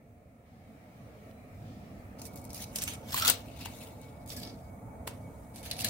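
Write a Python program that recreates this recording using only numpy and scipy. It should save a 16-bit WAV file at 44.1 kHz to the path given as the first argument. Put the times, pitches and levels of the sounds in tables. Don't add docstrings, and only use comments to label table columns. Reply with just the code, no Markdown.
import sys
import numpy as np
from scipy import signal
from scipy.fft import rfft, irfft, next_fast_len
from scipy.io import wavfile
from scipy.ndimage import uniform_filter1d, map_coordinates

SR = 44100
rng = np.random.default_rng(int(sys.argv[2]) if len(sys.argv) > 2 else 0)


def ratio(d):
    e = np.asarray(d, float) / 20
    return 10 ** e


def master(y):
    cut = np.clip(np.atleast_2d(y).T, -1, 1)
    pcm = np.round(cut * 32767)
    wavfile.write(sys.argv[1], SR, pcm.astype(np.int16))


N = 259749
CLOSE_SHOT_S = 2.187


def unit(x):
    return x / np.sqrt(np.mean(x ** 2) + 1e-20)


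def along(points, hz):
    f, value = np.transpose(points)
    return np.interp(np.log(hz + 1), np.log(f + 1), value)


def filtered(x, response):
    size = next_fast_len(x.shape[-1] + 8192)
    spectrum = rfft(x, size) * response(np.fft.rfftfreq(size, 1 / SR))
    return irfft(spectrum, size)[..., :x.shape[-1]]


def wobble(rate):
    knots = rng.standard_normal(int(N * rate / SR) + 4)
    return map_coordinates(knots, [np.arange(N) * rate / SR])


def panned(pan_db):
    half_db = np.atleast_1d(pan_db) / 2
    return ratio(np.array([half_db, -half_db]))


def ports(count, share=0.27):
    left, own = rng.standard_normal((2, count))
    return np.array([left, share * left + np.sqrt(1 - share ** 2) * own])


def swells(rows):
    s, db, rise_s, fall_s = np.transpose(rows)[:4, :, None].astype(np.float32)
    late = (np.arange(0, N, 8) / SR).astype(np.float32) - s
    drop_db = 20 * np.where(late < 0, -late / np.abs(rise_s), late / np.abs(fall_s))
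    gains = ratio(np.maximum(db - drop_db, -140))
    return np.repeat(gains, 8, axis=1)[:, :N]


def summed(gains):
    return np.sqrt(np.sum(gains ** 2, axis=0))


def hollow(rows, width_hz):
    gains = swells(rows)
    hz = np.array(rows)[gains.argmax(axis=0), -1]
    swing = filtered(rng.standard_normal((2, 2, N)), lambda f: 1 / (1 + (f / width_hz) ** 2))
    phase = 2 * np.pi * np.cumsum(hz) / SR
    return summed(gains) * unit(swing[0] * np.sin(phase) + swing[1] * np.cos(phase))


def patchy(x, patch_db, size, smooth):
    z = signal.stft(x, nperseg=size)[2]
    spots = uniform_filter1d(rng.standard_normal(z.shape[1:]), smooth[0], axis=0)
    spots = uniform_filter1d(spots, smooth[1], axis=1)
    gain_db = patch_db * unit(spots) - patch_db ** 2 * np.log(10) / 20
    return signal.istft(z * ratio(gain_db), nperseg=size)[1][:, :N]


# from t/s, to t/s
HOLDS = [
    (2.17, 2.72),
    (2.72, 3.03),
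    (3.03, 3.46),
    (3.46, 4.2),
    (4.2, 4.7),
    (5.05, 5.48),
    (5.48, 5.89),
]


def grip(s):
    return np.maximum(np.searchsorted(np.transpose(HOLDS)[0], s) - 1, 0)


LEADS = [3, -9, 8, 3, -6, 0, -4]
# f/Hz, level/dB per Hz
FOIL_COLOURS = [
    [(1470, -14), (2500, -4), (3150, -11), (4060, -5), (6160, -2.5), (7420, -6), (9070, -2), (15800, -6)],
    [(710, -17), (1200, -9.5), (1540, -8.5), (2670, -4.5), (5040, -9.5), (5990, -5.5), (7270, 1),
     (13900, -1.5), (15800, -9)],
    [(530, -22), (900, -9.5), (1320, -11), (1830, -11.5), (3530, -7), (5310, -12.5), (8570, -7.5),
     (9550, -14.5), (14500, -7), (15800, -7.5)],
    [(1410, -16), (2400, -7), (2600, -2), (3110, -9.5), (3670, -5), (7130, -15), (9610, -13.5),
     (10700, -16.5), (14600, -17), (15800, -18)],
    [(1410, -20), (2400, -5.5), (2880, -6.5), (3590, -3), (4340, -4.5), (4690, 1), (6640, -10), (12500, -7),
     (15800, -15)],
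    [(710, -29), (1200, 1), (1400, -7), (6740, -8), (8640, -1.5), (15800, -13)],
    [(880, -21), (1500, -13), (1700, -7), (1960, -9.5), (2100, -5), (3430, -4.5), (4100, -1.5),
     (5560, -7.5), (9850, -1), (15800, -7.5)],
]


def sheet(dull, bright):
    split_hz = 6500
    out = np.zeros((2, N))
    for (start, end), colour, lead in zip(HOLDS, FOIL_COLOURS, LEADS):
        span = slice(round(start * SR), round(end * SR))
        low = filtered(dull[:, span], lambda hz: unit(ratio(along(colour, hz)) * (hz < split_hz)))
        high = filtered(bright[:, span], lambda hz: unit(ratio(along(colour, hz)) * (hz >= split_hz)))
        left, right = low + high
        out[:, span] += [left, np.roll(right, lead)]
    return out


def bursts(rows, rise_s, body_db, ring_db, under_db, wander=0.21):
    linger = 3
    dull, bright, ring = np.zeros((3, 2, N + SR))
    for s, db, pan_db, hz, bright_db, t60 in rows:
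        t = np.arange(int(linger * t60 * SR)) / SR
        span = slice(round(s * SR), round(s * SR) + len(t))
        gain = ratio(db) * panned(pan_db) * (1 - np.exp(-t / rise_s)) ** 2
        tick = ratio(-60 * t / t60)
        body = ratio(-60 * t / (linger * t60))
        grain = ports(SR // 16)[:, np.arange(len(t)) % (SR // 16)]
        noise = gain * (tick + ratio(body_db) * body) * grain
        thin = signal.lfilter(*signal.butter(2, 0.46 * hz, "high", fs=SR), noise)
        dull[:, span] += thin + ratio(under_db) * (noise - thin)
        bright[:, span] += ratio(bright_db) * noise
        drift = np.cumsum(wander * np.resize(rng.standard_normal(SR // 16), len(t)))
        arrival = t - np.array([[0], [LEADS[grip(s)] / SR]])
        tone = np.sin(2 * np.pi * (hz * arrival + rng.random()) + drift)
        ring[:, span] += gain * ratio(ring_db) * body * tone
    return dull[:, :N], bright[:, :N], ring[:, :N]


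def brightened(rows, db, tilt_db):
    return [(s, peak_db, pan_db, hz, db + tilt_db * np.log2(hz / 5000), t60)
            for s, peak_db, pan_db, hz, t60 in rows]


# t/s, peak level/dB, left-right level/dB, ring f/Hz, bright level/dB
PICKS = [(2.1942, -42, 2, 5350, -2), (2.2163, -33, 4, 6080, -3), (2.2526, -34.5, -9, 5420, -2),
         (2.358, -45, 1, 8230, 8), (2.373, -39.5, 5, 8070, -3), (2.415, -49, 3, 8300, 3),
         (2.4411, -44, 1.5, 8100, 1), (2.45, -43.5, 3, 8700, 5), (2.494, -47, -1, 5950, -4),
         (2.5027, -34, 3, 5500, -8), (2.5302, -36, 8, 9200, -1), (2.5442, -35.5, -1.5, 5340, 3),
         (2.5766, -33, -1, 5600, -13), (2.6215, -34, 7, 6400, 0.5), (2.64, -33.5, -1, 3970, -5),
         (2.758, -22, -1, 5920, 1), (2.763, -34, 2, 7500, -4), (2.781, -35, 0, 9000, 0),
         (2.8245, -26.5, 0, 7000, 1), (2.829, -31, 0, 9500, 0), (2.7851, -20, -1.5, 5800, -9),
         (2.819, -21.5, 0, 5840, -4.5), (2.8365, -24.5, -2, 8200, 2), (2.877, -21, -3.5, 2660, -7.5),
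         (2.874, -34, 0, 6400, -2), (2.856, -33, 0, 7000, -3), (2.935, -33, 5.5, 8460, -3)]
PULLS = [(3.0848, -36.5, 5, 3680, -5), (3.091, -35, 1.5, 5300, -8), (3.1053, -31, .4, 5350, -6),
         (3.1212, -26.5, 0, 5430, -3), (3.128, -25.5, 1, 4360, -8), (3.164, -22, 1, 4050, -8),
         (3.176, -28, .4, 5800, -1), (3.197, -21, 0, 4750, -2), (3.142, -21, -0.5, 4380, 3),
         (3.221, -15.5, 0, 5610, -17), (3.2485, -13, -0.5, 4140, -7), (3.257, -21.5, 5, 6170, -6),
         (3.2654, -26, -6.5, 7500, -11), (3.2706, -17.5, 2, 3540, -9), (3.2767, -14.5, 5, 7700, -1),
         (3.282, -11.5, 8.5, 4850, -7.5), (3.288, -12, -1, 2895, -6), (3.2927, -24.5, -3, 8770, -14.5),
         (3.302, -17, 4, 8700, -14)]
GROPES = [(4.0143, -47.5, 7, 6260, 0), (4.2604, -47.5, 0, 9300, 3), (4.2752, -45, -4, 6500, 3),
          (4.287, -42, 0, 8000, 0), (4.2923, -37, -1, 6200, -0.5), (4.301, -29, -6, 5580, -13),
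          (4.3221, -41, -.4, 5260, -5), (4.331, -37, -1, 5960, -6), (4.4275, -36, -3, 4860, -9),
          (4.449, -35, -1, 5200, -12), (4.3642, -32.5, 2, 5490, -6), (4.4, -38, -2, 4530, -3),
          (4.432, -27.5, 0, 4700, -11), (4.473, -33, -1, 4870, -30), (4.4958, -39, -5, 4700, -30),
          (5.5444, -48, 0, 6020, -6), (5.5588, -33.5, -1, 8680, -7), (5.629, -39, 3, 2410, -3),
          (5.659, -42, .4, 2580, 0), (5.7146, -25.5, -8, 4280, -12), (5.728, -37, 0, 4000, -5),
          (5.801, -29, -7, 4800, -3), (5.807, -26.5, 0, 4900, -3), (5.8479, -19, 2, 4030, -4),
          (5.652, -38, 5, 8800, -6), (5.7116, -17.5, 1, 4120, -10.5), (5.765, -32, -4, 3870, -18),
          (5.79, -25, -3, 4520, -12), (5.8447, -14, 1, 4140, -4.5), (5.8844, -22.5, 0, 6600, -12)]
# t/s, peak level/dB, left-right level/dB, f/Hz, t60/s
TEAR = [
    (3.2795, -10, 3, 9100, 0.0047),
    (3.2989, 1, 12.5, 8700, 0.004),
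    (3.2992, -11, 15, 14300, .003),
    (3.2995, -15, 3, 1160, .005),
    (3.3015, -16.5, 4, 3800, 0.0134),
    (3.285, -22.5, -1.5, 520, 0.041),
]
# t/s, peak level/dB, left-right level/dB
SPIKES = [(2.3588, -36, 2), (2.4517, -33, 0), (2.506, -39, 3), (2.5458, -27, 2), (2.5765, -29, 8),
          (2.759, -13, 6), (2.7865, -21, -1), (2.8374, -22, -4), (3.1462, -17.5, 0), (3.1785, -20, 0),
          (3.1935, -22, 0), (3.2113, -18, 5), (3.2233, -14, 2), (3.2583, -13, 2), (3.2792, 0.5, 5),
          (3.2885, -11, 0), (3.2993, -6.5, 12), (3.1872, -21, 0), (3.1985, -21, 0), (2.8198, -21, 0),
          (2.8245, -21, 0), (2.879, -24, 0), (5.6585, -33, 0), (5.8095, -26, 0), (4.4328, -35, 0),
          (4.2612, -42, 4), (4.303, -27, -6), (4.3669, -30, -1), (5.7145, -24, -3), (5.768, -31, -9),
          (5.8459, -14, 7.5), (5.8476, -17, 4)]


def snaps():
    crease_t60 = 0.014
    creases = [row + (crease_t60,) for row in PICKS + PULLS + GROPES]
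    tear = brightened(TEAR, db=-3.5, tilt_db=5)
    dull, bright, ring = bursts(creases + tear, rise_s=0.00072, body_db=-19, ring_db=-10.5, under_db=-6.5)
    spike_hz, spike_t60 = 7000, 0.0034
    sharp = [row + (spike_hz, 0, spike_t60) for row in SPIKES]
    spikes = bursts(sharp, rise_s=0.0001, body_db=-24, ring_db=-30, under_db=-12.5)[0]
    return ratio(-5.5) * sheet(dull, ratio(7.0) * bright) + ring + ratio(-5.5) * spikes


def crackle(count, spread_db, life_s):
    at, size = rng.random((count, 2)).T
    strength = ratio(-2 * spread_db * np.log(1 - size * 0.99))
    blows = np.bincount((at * N).astype(int), strength, N)
    power = signal.lfilter([1], [1, -np.exp(-1 / (life_s * SR))], blows)
    power = power / uniform_filter1d(power, size=4000)
    return np.sqrt(np.abs(power)) * ports(N)


# t/s, crumple level/dB, rise/s and fall/s per 20 dB, crackle over crumple level/dB
PEELING = [(2.189, -52.5, 0.0065, 0.08, -4), (2.268, -50, 0.042, 0.02, 6), (2.368, -58, 0.1, 0.1, 4.5),
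           (2.451, -76, 0.34, -0.8, 0), (2.56, -48, 0.031, 0.12, 2.5), (2.643, -42, 0.14, -0.01, -1.5),
           (2.67, -63, .02, -3.5, -5), (2.765, -47, 0.037, 0.08, 7), (2.828, -40.5, 0.09, 0.05, -12),
           (2.885, -39, 0.027, 0.07, -2.5), (2.954, -46, 0.25, 0.01, -5), (2.745, -63, .02, 1.9, -5.5),
           (3.09, -57.5, 0.02, 0.6, -6.5), (3.125, -42, 0.012, 0.3, -1), (3.181, -32.5, 0.085, 0.15, 1.5),
           (3.284, -25.5, .1, 0.025, -2), (3.306, -29.5, .006, 0.0385, -3), (3.345, -46, .1, -0.05, -3)]
RUMMAGING = [(3.5, -60.5, .4, .3, -16), (3.608, -47.5, 0.079, 0.29, -4.5), (3.659, -38.5, .02, 0.013, -6),
             (3.83, -50.5, 0.2, 0.12, 0), (4.025, -60.5, 0.028, 0.18, -3), (4.326, -44, 0.054, 0.051, -1.5),
             (4.374, -47, 0.039, 0.09, 1), (4.47, -50.5, 0.153, 0.12, -9),
             (5.077, -49.5, 0.0081, 0.059, -1), (5.14, -65.5, 0.094, 0.216, -3), (5.4, -73, 0.45, 0.37, 1),
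             (5.56, -51, 0.021, 0.14, -1), (5.657, -44, 0.043, 0.091, -4), (5.72, -43.5, 0.036, 0.071, -1),
             (5.805, -38.5, 0.039, 0.24, 0), (5.885, -38.5, 0.15, .1, -16.5)]
HAND_PANS = [-.5, -1, -0.5, 3, 0.5, -2, -0.5]


def rustle():
    squeezes = np.array(PEELING + RUMMAGING)
    crumple = swells(squeezes)
    crackling = crumple * ratio(squeezes[:, -1:])
    pan_db = np.array(HAND_PANS)[grip(np.arange(N) / SR)]
    grains = crackle(count=7000, spread_db=2.6, life_s=0.0037)
    grains = patchy(grains, patch_db=3.0, size=256, smooth=(3, 8)) * panned(pan_db)
    return sheet(ratio(-2.0) * summed(crumple) * grains, ratio(0.5) * summed(crackling) * grains)


# t/s, level/dB, rise/s and fall/s per 20 dB, f/Hz
POCKET_BREATH = [
    (3.146, -34, 0.00597, .015, 1025),
    (3.23, -42, .06, .1, 1345),
    (3.29, -42, .1, .02, 1475),
    (4.38, -59.5, .05, .07, 1690),
    (4.48, -63.5, .2, .05, 1728),
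    (5.855, -49.5, .01, .03, 1694),
]
# t/s, peak level/dB, left-right level/dB, f/Hz, t60/s
PLUCKS = [
    (3.2085, -27, 2, 1337, 0.011),
    (3.2225, -22, -2, 1337, 0.017),
    (3.2485, -19, 3, 1380, 0.0069),
    (3.2585, -22.5, 2, 1330, 0.015),
    (3.271, -22, -1, 1225, .006),
    (3.281, -24, -1, 1455, 0.014),
    (3.292, -17, -0.5, 1490, 0.0072),
    (3.2995, -19.5, 0, 1047, 0.0064),
    (5.846, -30, 1, 1703, .012),
]


def pocket():
    struck = brightened(PLUCKS, db=0, tilt_db=0)
    notes = bursts(struck, rise_s=0.0014, body_db=-20, ring_db=1, under_db=0, wander=0.036)[2]
    return hollow(POCKET_BREATH, width_hz=73) + notes


# t/s, peak level/dB, left-right level/dB, f/Hz, t60/s
CUBE_HITS = [(1.3115, -45, -7, 3020, 0.0051), (3.1435, -20.5, 0, 1034, 0.0056),
             (3.652, -39, -1, 4080, 0.0074), (3.6573, -28.5, 0, 2640, 0.0075), (3.659, -27, 7, 890, 0.0044),
             (5.0693, -45.5, -5, 4900, 0.032), (5.0736, -33, .1, 8500, 0.026),
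             (5.0766, -23.5, 1.5, 956, 0.0046), (5.073, -36, -3, 420, 0.0077), (5.076, -36, -1, 260, 0.014),
             (3.658, -38, 0, 420, .008)]


def drops():
    splash = [(150, -18.0), (400, -4.0), (2500, 2.0), (6000, -5.5), (7000, -44.5)]  # f/Hz, level/dB
    spray = [(5000, -41), (6500, 0.0), (11000, 3.5), (15500, 0.0)]  # f/Hz, level/dB
    hits = brightened(CUBE_HITS, db=-3.5, tilt_db=3.5)
    dull, bright, ring = bursts(hits, rise_s=0.0003, body_db=-13, ring_db=-3, under_db=0, wander=0.1)
    close = np.arange(N) > CLOSE_SHOT_S * SR
    splashing = filtered(dull, lambda hz: ratio(along(splash, hz)))
    spraying = filtered(bright, lambda hz: ratio(along(spray, hz))) * close
    cavity = filtered(ring, lambda hz: 1 / (1 + (hz / 2600) ** 4))
    return ratio(1.0) * (splashing + spraying) + cavity


# start t/s, rumble level/dB, air level/dB, simmer level/dB, gas hiss level/dB
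SHOTS = [
    (0, -46, -62.5, -74.5, -65),
    (.458, -47.5, -61, -69.5, -65),
    (1.315, -48, -63, -76.5, -67),
    (2.187, -46.5, -60, -81, -66),
]


def shot(index, grows=1):
    start_gain, wait_s, fade_s = 0.31, 0.37, 1.27
    t = np.arange(N) / SR
    progress = np.clip((t - wait_s) / fade_s, 0, 1)
    fade_db = 20 * np.log10(start_gain + (1 - start_gain) * progress)
    rows = np.array(SHOTS)
    current = np.maximum(np.searchsorted(rows[:, 0], t) - 1, 0)
    return rows[current, index] + grows * fade_db


# f/Hz, wander f/Hz
WHISTLE = (2234, 13)
# t/s, depth level/dB, half
# length/s
FLAME_LIFTS = [(2.227, 14, 0.019), (2.3, -4, .03), (2.33, 16, 0.01), (2.5, -4, .03), (2.408, 12, 0.012),
               (2.461, 12, 0.0058), (2.55, 9, 0.014), (2.605, 5, 0.011), (2.648, 4, .006),
               (2.722, 12, .008), (3.037, 12, .02), (3.492, 10, 0.016), (3.887, 10, .02),
               (3.97, 14.5, 0.019), (4.1, 9, .014), (4.172, 13.5, 0.017), (4.21, 10, .006),
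               (4.26, 8, 0.013), (4.582, 17, 0.033), (4.645, 7, 0.016), (4.718, 9, .008), (4.772, 11, .012),
               (4.83, 14, 0.028), (4.978, 11, .012), (5.025, 14, 0.025), (5.183, 14, 0.037),
               (5.26, -5.5, .03), (5.297, 12, .008), (5.34, 10, .015), (5.418, 12, 0.014),
               (5.387, 6, 0.023), (5.48, 7, 0.049), (4.05, -2, .035)]


def whistle():
    t = np.arange(N) / SR
    hz, wander_hz = WHISTLE
    tone = np.sqrt(2) * np.sin(2 * np.pi * np.cumsum(hz + wander_hz * wobble(70)) / SR)
    broken_db = sum(depth_db * np.exp(-((t - s) / half_s) ** 2) for s, depth_db, half_s in FLAME_LIFTS)
    wide_db = shot(index=2) - 14.5 - 15 * (t > SHOTS[2][0])
    level_db = np.where(t > CLOSE_SHOT_S, -69.5 - broken_db, wide_db)
    sputter_db = 2.2
    return ratio(level_db + sputter_db * wobble(45)) * tone


# f/Hz, likeness (-1 to 1)
ALIKE = [(25, .55), (42, 0.77), (60, 0.96), (130, 0.98), (290, 0.92), (640, 0.65), (1410, -0.23),
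         (3100, 0.039), (6820, -0.06)]


def rush(spectrum):
    def mid_side(hz):
        angle = np.arccos(np.clip(along(ALIKE, hz), -1, 1)) / 2
        return ratio(along(spectrum, hz)) * [np.cos(angle), np.sin(angle)]

    mid, side = filtered(rng.standard_normal((2, N)), mid_side)
    return unit(np.array([mid + side, mid - side]))


# f/Hz, level/dB per Hz
SIMMER = [(2200, -46), (2700, 3.5), (4000, 3), (6000, -2.5), (7600, -7.5), (9000, -38)]
# t/s, level/dB, rise/s and fall/s per 20 dB
BOIL = [
    (1.68, -66.5, 0.27, 0.7),
    (2.3, -73, 0.18, -2),
]
# f/Hz, level/dB per Hz
HISS_CLOSE = [(3240, -48), (5500, -13), (5830, -24), (6150, -7.5), (7670, -6.5), (8650, -2.5), (12300, -8),
              (13700, -6), (15900, -5)]
# f/Hz, level/dB per Hz
HISS_WIDE = [(4000, -28.5), (5500, -6), (7500, -3), (8600, -0.5), (10500, -2), (12300, -5.5), (14500, 1.5),
             (15800, 0.5)]


def burner():
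    simmer = np.hypot(ratio(shot(index=3, grows=0.9)), summed(swells(BOIL)))
    close = np.arange(N) > CLOSE_SHOT_S * SR
    hiss = np.where(close, rush(HISS_CLOSE), rush(HISS_WIDE))
    simmering = simmer * ratio(0.59 * wobble(6.2)) * rush(SIMMER)
    return simmering + ratio(shot(index=4) + 0.77 * wobble(9.4)) * hiss


# t/s, level/dB, rise/s and fall/s per 20 dB, f/Hz
SIZZLE = [
    (1.4, -78.5, .15, 0.14, 4000),
    (1.66, -80.5, .15, .6, 4700),
    (1.76, -80, .6, .6, 5120),
    (1.86, -80.5, 0.62, .25, 5300),
    (2.0, -83.5, 0.28, .12, 4560),
]


def sizzle():
    return hollow(SIZZLE, width_hz=80)


# f/Hz, level/dB per Hz
RUMBLE = [(12, -47.5), (20, -28), (32, -17.5), (58, -5), (103, 0.5), (157, -6), (257, -4.5), (298, -11),
          (400, -20.5), (448, -10.5), (495, -14), (573, -11.5), (721, -11), (795, -18), (1000, -31),
          (1300, -47), (2200, -120)]
# f/Hz, level/dB per Hz
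AIR_WIDE = [(500, -47), (850, -9), (945, -6.5), (1190, -2), (1290, 0), (1510, -8.5), (1860, -3.5),
            (2440, -5), (3000, -19.5), (3900, -61), (6600, -120)]
# f/Hz, level/dB per Hz
AIR_CLOSE = [(700, -62), (850, 4.5), (1000, -6), (1300, -6), (1700, -15.5), (2000, -13), (2500, -18),
             (2900, -41)]
# t/s, level/dB
SURGE = [(2.2, 0), (3.05, 0.9), (3.28, 4), (3.45, 0.2), (3.6, 1), (4.1, -1), (4.35, 1.5), (4.7, -1),
         (5.15, 0.9), (5.5, -1), (5.89, 4)]


def fan():
    surge_db = np.interp(np.arange(N) / SR, *np.transpose(SURGE), left=0)
    rumble_db = shot(index=1) + surge_db + 0.37 * wobble(6.67)
    air_db = shot(index=2) + 1.1 * surge_db + 0.31 * wobble(5.22)
    close = np.arange(N) > CLOSE_SHOT_S * SR
    air = np.where(close, rush(AIR_CLOSE), rush(AIR_WIDE))
    return ratio(rumble_db) * rush(RUMBLE) * panned(-1.2) + ratio(air_db) * air


# f/Hz, t60/s
KITCHEN = [(500, 0.26), (3000, 0.25), (12000, 0.1)]


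def kitchen(x):
    hz, t, z = signal.stft(rng.standard_normal((2, SR // 3)), SR, nperseg=256)
    decay = ratio(-60 * t / along(KITCHEN, hz)[:, None])
    tail = signal.istft(z * decay, SR, nperseg=256)[1]
    return signal.fftconvolve(x, tail / np.linalg.norm(tail[0]), axes=1)[:, :N]


# from t/s, to t/s, depth level/dB, above f/Hz
HUSHES = [
    (2.342, 2.357, 7, 2800),
    (2.482, 2.493, 8, 2800),
    (2.739, 2.756, 9, 2800),
    (3.237, 3.247, 9, 7000),
    (3.642, 3.651, 10, 6000),
    (4.246, 4.259, 7, 2800),
    (5.72, 5.733, 8, 7500),
    (5.828, 5.843, 9, 5000),
]


def starved(x):
    out = x.copy()
    for start, end, depth_db, above_hz in HUSHES:
        span = slice(round(start * SR), round(end * SR))
        treble = filtered(x[:, span], lambda hz: 1 / (1 + (above_hz / (hz + 1)) ** 10))
        dip = signal.windows.tukey(treble.shape[1], 0.3)
        out[:, span] -= (1 - ratio(-depth_db)) * dip * treble
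    return out


# f/Hz, level/dB
TREBLE_END = [(15800, 0), (16000, -28), (16600, -38), (16750, -120)]


def end_treble(x):
    return filtered(x, lambda hz: ratio(along(TREBLE_END, hz)))


def scene():
    hits = snaps() + drops()
    foil = rustle() + pocket()
    behind = patchy(fan() + burner() + sizzle(), patch_db=1.97, size=1024, smooth=(2, 8))
    return hits + foil + whistle() + ratio(-7) * kitchen(hits) + behind


def band_limit(x):
    return signal.sosfilt(signal.butter(12, 16850, fs=SR, output="sos"), x)


def record(dry):
    limited = dry / (1 + np.abs(dry / 0.95) ** 4) ** 0.25
    mix = end_treble(starved(limited))
    return band_limit(mix)


dry = scene()
out = record(dry)
master(out)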